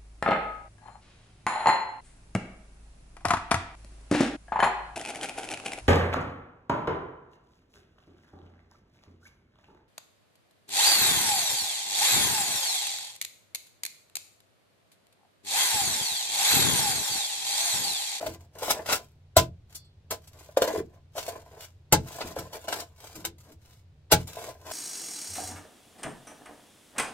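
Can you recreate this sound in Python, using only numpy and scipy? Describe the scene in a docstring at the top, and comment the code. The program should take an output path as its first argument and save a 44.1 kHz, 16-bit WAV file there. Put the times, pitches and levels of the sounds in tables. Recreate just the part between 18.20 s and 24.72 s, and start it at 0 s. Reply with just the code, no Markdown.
"""A short steel shovel digs rocky soil in a low crawl space with block walls, over a faint low hum.
The blade drags over grit and catches on stones, then chops in with a crunch and a thud at 1.2 s.
Lifted clear, it clips a pebble and rings at 1.5 s. A light chop follows at 1.9 s, and at 2.5 s the
blade pries in a quick run of slips. Two more hard chops land at 3.7 and 5.9 s; between them and
to the end the blade is levered and dragged, grinding and juddering."""
import sys
import numpy as np
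from scipy import signal
from scipy.fft import rfft, irfft
from scipy.io import wavfile

SR = 44100
rng = np.random.default_rng(int(sys.argv[2]) if len(sys.argv) > 2 else 0)


def store_wav(level_fs):
    """Save 16-bit WAV to argv[1]."""
    pcm = np.round(np.clip(np.atleast_2d(level_fs), -1, 1) * 32767)
    wavfile.write(sys.argv[1], SR, pcm.T.astype(np.int16))


N = 287532
T = np.arange(N) / SR


def shovel():
    """Chops, catches and dragging crush grit, shake the blade and thump the ground."""
    slide, judder = dragging()
    # envelopes for coarse grit, fine sand, blade rattle and ground thud; each gesture adds its share
    crush, fine = slide.copy(), slide * undb(0.5)
    rattle, thud = np.zeros((2, N))
    knocks = chops(crush, fine, rattle, thud) + catches(crush, fine, rattle)
    stone_flicks(crush, fine)
    grit, coarse_crunch = crushed_grit(crush, fine, slide)
    # the edge sticks and slips, each slip a small blow on the blade
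    slips = judder * grains(rate=220, spread_db=2.5) + rattle * grains(rate=2300, spread_db=0.5)
    return grit + held_blade(slips) + rasp(coarse_crunch, slips) + knocks + ground(thud) + prying()


# Chops into the ground. Each row: start in seconds, rise and decay in seconds, crunch in dB,
# treble offset in dB, blade rattle in dB, knock in dB, its pitch in Hz, clang in dB, thud in dB,
# its pitch in Hz.
GROUND_CHOPS = [ (1.163, 0.005, 0.017, -13.5, 0, -23, -7, 645, -36.5, -20, 86),
                (1.903, 0.0082, 0.017, -29.5, 2, -29, -44.5, 503, -46, -42, 90.3),
                (3.722, 0.0026, 0.01, -10.5, 0, -9.5, -16.5, 387.5, -19, -16, 131.8),
                (5.908, 0.019, 0.0095, -12.5, 0.5, -16.5, -20, 409, -20.5, -20, 149)]


def chops(crush, fine, rattle, thud, clang_hz=845):
    """The edge drives into the soil: adds to the envelopes, returns the knocks, clangs and thumps."""
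    out = np.zeros(N)
    for s, rise, decay, *voicing in GROUND_CHOPS:
        crunch_db, treble_db, rattle_db, knock_db, knock_hz, clang_db, thud_db, thud_hz = voicing
        # the tip brushes through loose crumbs just before it bites
        add(crush, s - .012, undb(crunch_db - 15) * burst(rise=0.033, decay=0.006))
        add(crush, s, undb(crunch_db) * burst(rise, decay))
        add(fine, s, undb(crunch_db + treble_db) * burst(rise, decay))
        # the edge bites with a bright crack; crumbs trickle down after it
        add(fine, s + rise / 2, undb(crunch_db + 3) * burst(rise=0.00094, decay=0.002))
        add(crush, s, undb(crunch_db - 36.5) * burst(rise=0.023, decay=0.017))
        add(rattle, s + 0.0028, undb(rattle_db) * burst(rise, 0.97 * decay))
        add(out, s + 0.69 * rise, undb(knock_db) * knock(knock_hz, swell=0.0033))
        add(out, s + .8 * rise, undb(clang_db) * knock(clang_hz, swell=0.0071))
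        # the ground takes the weight only after the edge has cut in
        add(out, s + rise, undb(thud_db - 4) * knock(thud_hz, swell=0.0076))
        add(out, s + rise, undb(thud_db - 11.5) * knock(hz=69.6, swell=0.0061))
        add(thud, s + 0.44 * rise, undb(thud_db - 3) * burst(rise=0.0034, decay=0.031))
    return out


# Snags on stones. Each row: start in seconds, rise in seconds, crunch in dB, treble offset in dB,
# knock in dB, its pitch in Hz.
STONE_CATCHES = [ (.010, 0.0018, -35.5, -11, -32.5, 616), (.028, .001, -77, -11, -27.5, 666),
                 (.061, .005, -30, -2, -26, 645), (.352, 0.0038, -73, 0, -44, 643),
                 (.413, 0.02, -41, 1, -26, 497), (.487, .0085, -25, -4, -28.5, 610),
                 (.502, 0.0042, -13.5, 2.5, -28, 592), (.657, 0.0052, -32.5, -3, -35, 674),
                 (.681, .019, -24, -16, -26, 625), (.712, 0.018, -21, 0, -26.5, 790),
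                 (2.289, 0.0019, -78, -3, -41, 617), (2.370, 0.0018, -21, -4.5, -10.5, 560),
                 (2.418, 0.0021, -15, -5, -14, 505), (2.437, 0.0034, -33, 1, -19, 560),
                 (2.475, 0.0021, -26, -7.5, -22.5, 517), (2.944, .02, -51, 0.5, -39, 628),
                 (2.964, .004, -48, 2, -34, 640), (2.975, 0.0074, -27.5, -5, -27, 682),
                 (3.075, .012, -40, 6, -27.5, 658), (4.0, .014, -30, -24, -28, 634),
                 (4.163, .0036, -61, -2, -26, 545), (4.184, 0.0055, -34.5, 0.5, -37, 650),
                 (4.328, 0.0049, -43, -4, -41, 596), (4.440, 0.0086, -51, -12, -41.5, 618),
                 (4.478, .0062, -27, -7.5, -27.5, 647), (4.525, 0.0022, -18.5, -15, -28, 650),
                 (5.049, .001, -17.5, 2, -35, 800), (6.168, .003, -42, -5, -33, 650),
                 (6.28, 0.0081, -51, -2, -37, 630), (6.507, 0.012, -32, 0, -32, 664)]


def catches(crush, fine, rattle):
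    """The blade catches on a stone and slips off: adds to the envelopes, returns the knocks."""
    out = np.zeros(N)
    for s, rise, crunch_db, treble_db, knock_db, hz in STONE_CATCHES:
        force = burst(rise, decay=.0036 + .45 * rise)  # a slow catch also lets go slowly
        add(crush, s, undb(crunch_db) * force)
        add(fine, s, undb(crunch_db + treble_db) * force)
        # the edge scuffs over the stone just before it catches
        add(crush, s - .007, undb(crunch_db - 15) * burst(rise=0.0044, decay=0.0021))
        add(rattle, s, undb(knock_db - 2.5) * force)
        add(out, s + 0.44 * rise, undb(knock_db) * knock(hz, swell=.0022))
    return out


def knock(hz, swell):
    """The buried blade flexes for a few cycles; its pitch depends on how tightly the soil grips it."""
    t = T[:SR // 8]
    return np.sqrt(2) * t / swell * np.exp(1 - t / swell) * np.sin(2 * np.pi * hz * t)


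# Drags and levering strokes. Each row: start in seconds, length in seconds, sliding grit in dB,
# blade judder in dB, swell across the stroke in dB.
DRAG_STROKES = [ (0, .14, -50, -39, -6), (0.193, 0.056, -66.5, -64, -7), (0.336, 0.17, -59.5, -45, 10),
                (0.413, 0.12, -39.5, -44, 1.5), (0.542, 0.093, -56, -42, -11),
                (0.676, 0.085, -35.5, -47, -4), (0.757, 0.094, -66, -53.5, -14),
                (1.491, 0.065, -62.5, -68, 10), (2.024, 0.022, -59.5, -74, -1),
                (2.11, 0.098, -62.5, -53.5, 8.5), (2.219, 0.13, -63, -60.5, -11),
                (2.38, 0.021, -55, -35.5, -2), (2.413, .18, -47, -33, -3.5), (2.726, .025, -68.5, -56.5, 3),
                (2.95, 0.14, -47.5, -49, 2.5), (3.115, 0.099, -63.5, -44.5, -9.5),
                (3.235, 0.17, -65, -50.5, 7.5), (3.402, 0.047, -46, -77, -3), (3.788, 0.085, -62, -65, -2),
                (3.855, .16, -48.5, -44, 3.5), (4.041, 0.08, -47.5, -43.5, -3.5),
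                (4.162, 0.13, -52.5, -44, -13.5), (4.316, 0.037, -47, -37.5, 9),
                (4.396, 0.059, -57, -73, -6), (4.485, 0.13, -42.5, -37.5, 4), (4.76, .11, -55.5, -58, 18),
                (4.896, 0.12, -55, -53.5, 3), (5.229, .09, -62, -61, -0.5), (5.408, .1, -65, -76, 7),
                (5.518, 0.097, -69, -83.5, -13.5), (5.974, 0.042, -51.5, -48, -2),
                (6.074, .08, -51, -54, -2), (6.175, 0.13, -47.5, -41, -4.5), (6.314, 0.15, -69.5, -52.5, 4),
                (6.45, 0.058, -49.5, -43, 0)]


def dragging(lead_s=.06):
    """Envelopes of sliding grit and blade judder; both waver as the soil gives."""
    slide, judder = np.zeros((2, N))
    for s, length, grit_db, judder_db, swell_db in DRAG_STROKES:
        pressure = stroke(T[:SR] - lead_s, length, swell_db)
        add(slide, s - lead_s, undb(grit_db) * pressure)
        add(judder, s - lead_s, undb(judder_db) * pressure)
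    return slide * flutter(rate=140, depth_db=1.26), judder * flutter(rate=70, depth_db=2.5)


def stroke(t, length, swell_db, attack_db_per_s=749, release_s=0.015):
    """Pressure builds, grows or eases through the stroke and lets go; loose soil trickles after it."""
    attack = undb(attack_db_per_s * np.minimum(t - .013, 0))
    hold = undb(swell_db * (np.clip(t / length, 0, 1) - .5))
    after = np.maximum(t - length, 0)
    trickle = undb(-19) * np.exp(-after / 0.065)
    return attack * hold * np.maximum(np.exp(-after / release_s), trickle)


# The tone of the crunch. Each row: frequency in Hz, level in dB.
GRIT_TONE = [(100, -17), (300, -11.5), (600, -3.5), (1000, -2.5), (1800, -5), (3000, -3.5), (5000, -4),
             (7600, -4), (10000, -11.5), (12500, -7.5), (15500, -12.5)]
# High steel modes that grit sets singing. Each row: pitch in Hz, width in Hz, level in dB.
SINGING_MODES = [(4070, 29, -6.5), (4540, 53, -15), (6330, 20, -7), (7180, 280, 7.5)]


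def crushed_grit(crush, fine, slide):
    """Grit crunches, sand hisses, pebbles tick: returns the whole sound and the raw coarse crunch."""
    fractures = grains(rate=7000, spread_db=5.5)
    coarse = signal.sosfiltfilt(signal.butter(2, 6000, fs=SR, output="sos"), fractures)
    coarse_crunch = crush * coarse
    sand = fine * (fractures - coarse)
    pebbles = undb(-1) * slide * grains(rate=55, spread_db=3)
    crunch = coarse_crunch + sand + pebbles
    # only hard contact makes the steel sing; light sliding stays a dry hiss
    hardness = np.tanh(crush / undb(-34.5))
    singing = undb(-18) * through(hardness * crunch, resonances(SINGING_MODES))
    return through(crunch, colour(GRIT_TONE)) + singing, coarse_crunch


# Modes of the blade held in soil. Each row: pitch in Hz, width in Hz, level in dB.
BURIED_MODES = [(338.3, 61, -1), (452.2, 19, -3.5), (560, 140, -2.5), (628, 68, 7.5), (693, 26, -9),
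                (830, 120, -13), (1025, 55, -9), (1387, 71, -14)]
# The tone of the judder. Each row: frequency in Hz, level in dB.
JUDDER_TONE = [(60, -25), (200, -10), (300, -6), (420, 7), (680, 2.5), (1150, -6.5), (2000, -13.5),
               (5000, -43)]


def held_blade(slips):
    """Slips shake the soil-damped blade into a short ring and a dull judder."""
    ring = undb(-2.5) * through(slips, resonances(BURIED_MODES))
    return ring + undb(-3) * through(slips, colour(JUDDER_TONE))


# The blade's midrange modes. Each row: pitch in Hz, width in Hz, level in dB.
RASP_MODES = [(1013, 21, 3), (1234, 99, 0), (1584, 220, 2), (2040, 27, -8.5), (2350, 120, -4),
              (2500, 110, -17.5)]


def rasp(coarse_crunch, slips):
    """The steel rasps as its edge grinds on stone."""
    return through(undb(-12) * coarse_crunch + undb(-16.5) * slips, resonances(RASP_MODES))


# Clods breaking loose or landing. 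Each row: start in seconds, level in dB.
LOOSE_CLODS = [(0.03, -40.5), (2.528, -38.5), (4.002, -40), (4.139, -39.5), (4.928, -43), (5.03, -48),
               (5.248, -52)]
# Low modes of the ground and shaft. Each row: pitch in Hz, width in Hz, level in dB.
GROUND_MODES = [(48.4, 36, -10.5), (86, 9.5, -3.5), (126.9, 7.5, -1.5), (172.4, 7.2, -4.5),
                (219.7, 110, -2), (334.3, 67, 2), (467, 110, -5.5)]


def ground(thud):
    """Chops and clods set the ground and shaft rumbling."""
    weight = thud.copy()
    for s, db in LOOSE_CLODS:
        add(weight, s, undb(db) * burst(rise=0.049, decay=0.038))
    return through(weight * grains(rate=4300, spread_db=2), resonances(GROUND_MODES))


def prying(start_s=2.536, count=4, slips_per_s=45):
    """Prying hard, the blade sticks and slips, each slip lower and weaker as the clod gives way."""
    out = np.zeros(N)
    for t in (np.arange(count) + rng.uniform(-.1, 0.08, count)) / slips_per_s:
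        add(out, start_s + t, undb(-25 - 20 * t) * knock(hz=448 - 1020 * t, swell=.003))
    return out


# Small stone ticks. Each row: start in seconds, level in dB.
STONE_FLICKS = [(0.383, -39), (2.071, -43.5), (2.188, -52.5), (3.954, -44), (4.068, -43), (4.952, -38),
                (5.064, -38), (5.18, -53), (5.2, -50.5), (5.316, -50), (6.07, -37)]


def stone_flicks(crush, fine):
    """Stones flick off the steel, each adding a short, bright burst to the grit envelopes."""
    for s, db in STONE_FLICKS:
        flick = undb(db) * burst(rise=0.0038, decay=0.0096)
        add(fine, s, flick)
        add(crush, s, undb(-6) * flick)


# A clink and its faint afterbeat. Each row: start in seconds, scratch in dB, ring in dB.
PEBBLE_CLINKS = [(1.545, -35, -46), (1.642, -71.5, -66)]
# Modes of the blade in the air. Each row: pitch in Hz, level in dB, seconds to fade by 60 dB.
FREE_MODES = [(3472, 0, .26), (4177, -4, .29), (4334, -9, .27), (4570, -5, .33), (4890, -7, .14),
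              (5324, -4, .22), (5992, -8, .15), (8027, -2, .12)]


def clinks():
    """The lifted blade clips a pebble; with no soil to damp it, the steel rings on."""
    out, t = np.zeros(N), T[:SR // 2]
    ring = sum(undb(db - 60 * t / t60) * np.sin(2 * np.pi * hz * t) for hz, db, t60 in FREE_MODES)
    scratch_tone = colour([(300, -11.5), (2000, -16), (7000, 3), (15000, -5)])
    for s, scratch_db, ring_db in PEBBLE_CLINKS:
        scratch = through(grains(rate=1600, spread_db=-1), scratch_tone)[:len(t)]
        add(out, s, undb(scratch_db) * burst(rise=0.0054, decay=.014) * scratch)
        add(out, s + .004, undb(ring_db) * ring)
    return out


def near_echoes(decay, count=60):
    """First reflections off the pit, wall and joists, each reaching left and right at its own times."""
    delay = .0006 + 4 * decay * (np.arange(count) + rng.random(count)) / count
    size = np.exp(-delay / decay) * rng.choice([-1, 1], count)
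    lag = .00022 * rng.uniform(-1, 1, count)
    return [unit(np.bincount(np.abs((delay + side * lag) * SR).astype(int), size)) for side in (-1, 1)]


def moving_echoes(x, size=8192):
    """As the blade moves, one pattern of first reflections fades into the next."""
    out = np.zeros((2, N))
    fade = np.sin(np.linspace(0, np.pi, size))
    for start in range(-size // 2, N, size // 2):
        first = max(start, 0)
        piece = x[first:start + size]
        piece = piece * fade[first - start:][:len(piece)]
        for channel, response in zip(out, near_echoes(decay=.007)):
            add(channel, first / SR, signal.fftconvolve(piece, response))
    return out


# The crawl space's tail. Each row: band centre in Hz, seconds to fade by 60 dB before t60_scale.
ROOM_DECAY = [(100, 0.56), (400, 0.29), (1000, 0.18), (4000, 0.18), (14000, 0.057)]


def walls(t60_scale):
    """Diffuse echoes from the close walls and joists; the treble dies away first."""
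    t = T[:SR // 2]
    noise, out = rfft(rng.standard_normal(len(t))), 0
    hz = np.fft.rfftfreq(len(t), 1 / SR)
    for centre, t60 in ROOM_DECAY:
        band = on_log_axis(hz, [(f, f == centre) for f, _ in ROOM_DECAY])
        out = out + irfft(noise * band, len(t)) * np.exp(-np.log(1000) * t / (t60 * t60_scale))
    return unit(out * np.clip((t - .003) / 0.0031, 0, 1))


# The room tone. Each row: frequency in Hz, level in dB.
AIR_TONE = [(20, -7.5), (45, -18), (65, 1), (110, 3), (170, -13), (230, -16), (600, -21.5), (1200, -31.5),
            (4000, -35), (16000, -56)]
# The hum's two tones. Each row: pitch in Hz, level in dB.
HUM_TONES = [(86.1, -59.5), (145.3, -68)]


def background():
    """A wavering low hum over still air."""
    air = [undb(-59) * through(rng.standard_normal(N), colour(AIR_TONE)) for _ in range(2)]
    hum = 0
    for hz, db in HUM_TONES:
        waver = through(rng.standard_normal(N), resonances([(hz, 9, 0)]))
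        tone = np.sin(2 * np.pi * hz * T + rng.uniform(0, 2 * np.pi))
        hum = hum + undb(db) * (tone + 0.87 * waver)
    return spread(*air, corner_hz=900) + hum


def grains(rate, spread_db):
    """Tiny fractures of uneven size and sign at random moments, rms 1."""
    moment, strength = rng.random(N), rng.uniform(-1, 1, N)
    at = np.flatnonzero(moment < rate / SR)
    size = np.minimum(-np.log(np.abs(strength[at])), np.pi)
    x = np.zeros(N)
    x[at] = np.sign(strength[at]) * undb(spread_db * size)
    return x / np.std(x)


def burst(rise, decay):
    """Force builds up smoothly, then dies away; times in seconds."""
    t = T[:SR // 2]
    return np.sin(np.pi / 2 * np.minimum(t / rise, 1)) ** 2 * np.exp(-np.maximum(t - rise, 0) / decay)


def flutter(rate, depth_db):
    """Gain that wanders as the pressure on the soil gives and holds."""
    steps = np.arange(0, T[-1] + 1, 1 / rate)
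    return undb(depth_db * np.interp(T, steps, rng.standard_normal(len(steps))))


def resonances(modes):
    """Response of damped modes with alternating signs; dB is the relative power in each."""
    t, out = T[:SR // 5], 0
    for k, (hz, width, db) in enumerate(modes):
        mode = unit(np.exp(-np.pi * width * t) * np.sin(2 * np.pi * hz * t))
        out = out + (-1) ** k * undb(db) * mode
    return unit(out)


def colour(points, size=2048):
    """Causal response with the spectral shape of the (Hz, dB) points."""
    gain = undb(on_log_axis(np.fft.rfftfreq(size, 1 / SR), points))
    cepstrum = irfft(np.log(gain))
    cepstrum[1:size // 2] *= 2
    cepstrum[size // 2 + 1:] = 0
    return unit(irfft(np.exp(rfft(cepstrum))))


def spread(mid, side, corner_hz):
    """Left and right share the bass of a diffuse sound but not its treble."""
    side = signal.sosfilt(signal.butter(1, corner_hz, "high", fs=SR, output="sos"), side)
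    return np.array([mid + side, mid - side])


def on_log_axis(hz, points):
    """Read (Hz, value) points at any frequency."""
    f, value = np.transpose(points)
    return np.interp(np.log(hz + 1), np.log(f), value)


def undb(db):
    """Decibels to gain."""
    return np.exp(np.asarray(db) * (np.log(10) / 20))


def unit(response):
    """Scale a response so that it keeps the power of white noise."""
    return response / np.sqrt(np.sum(response ** 2))


def through(x, response):
    """Pass a sound through a response."""
    return signal.oaconvolve(x, response)[:N]


def add(track, s, sound):
    """Mix a sound into a track at s seconds."""
    start = int(s * SR)
    sound, start = sound[max(-start, 0):], max(start, 0)
    track[start:start + len(sound)] += sound[:N - start]


def scene():
    """The blade works in a pit: its lows arrive straight, its treble mostly off nearby surfaces."""
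    dry = shovel() + clinks()
    treble = signal.sosfiltfilt(signal.butter(1, 1100, "high", fs=SR, output="sos"), dry)
    straight = dry - .5 * treble
    # the blade is a little nearer on the left
    direct = np.array([undb(.5) * straight, undb(-.5) * np.roll(straight, 4)])
    near = undb([[-.3], [-2.3]]) * moving_echoes(treble)
    tail_mid = through(dry, walls(t60_scale=0.72))
    tail_side = through(dry, walls(t60_scale=0.8))
    tail = spread(tail_mid, tail_side, corner_hz=800)
    return direct + near + undb(-15.5) * tail + background()


def record(dry, top_hz=15700):
    """Round off the highest peaks and cut the extreme treble."""
    rounded = 1.3 * np.tanh(dry / 1.3)
    return signal.sosfilt(signal.ellip(8, .2, 70, top_hz, fs=SR, output="sos"), rounded)


dry = scene()
out = record(dry)
store_wav(out)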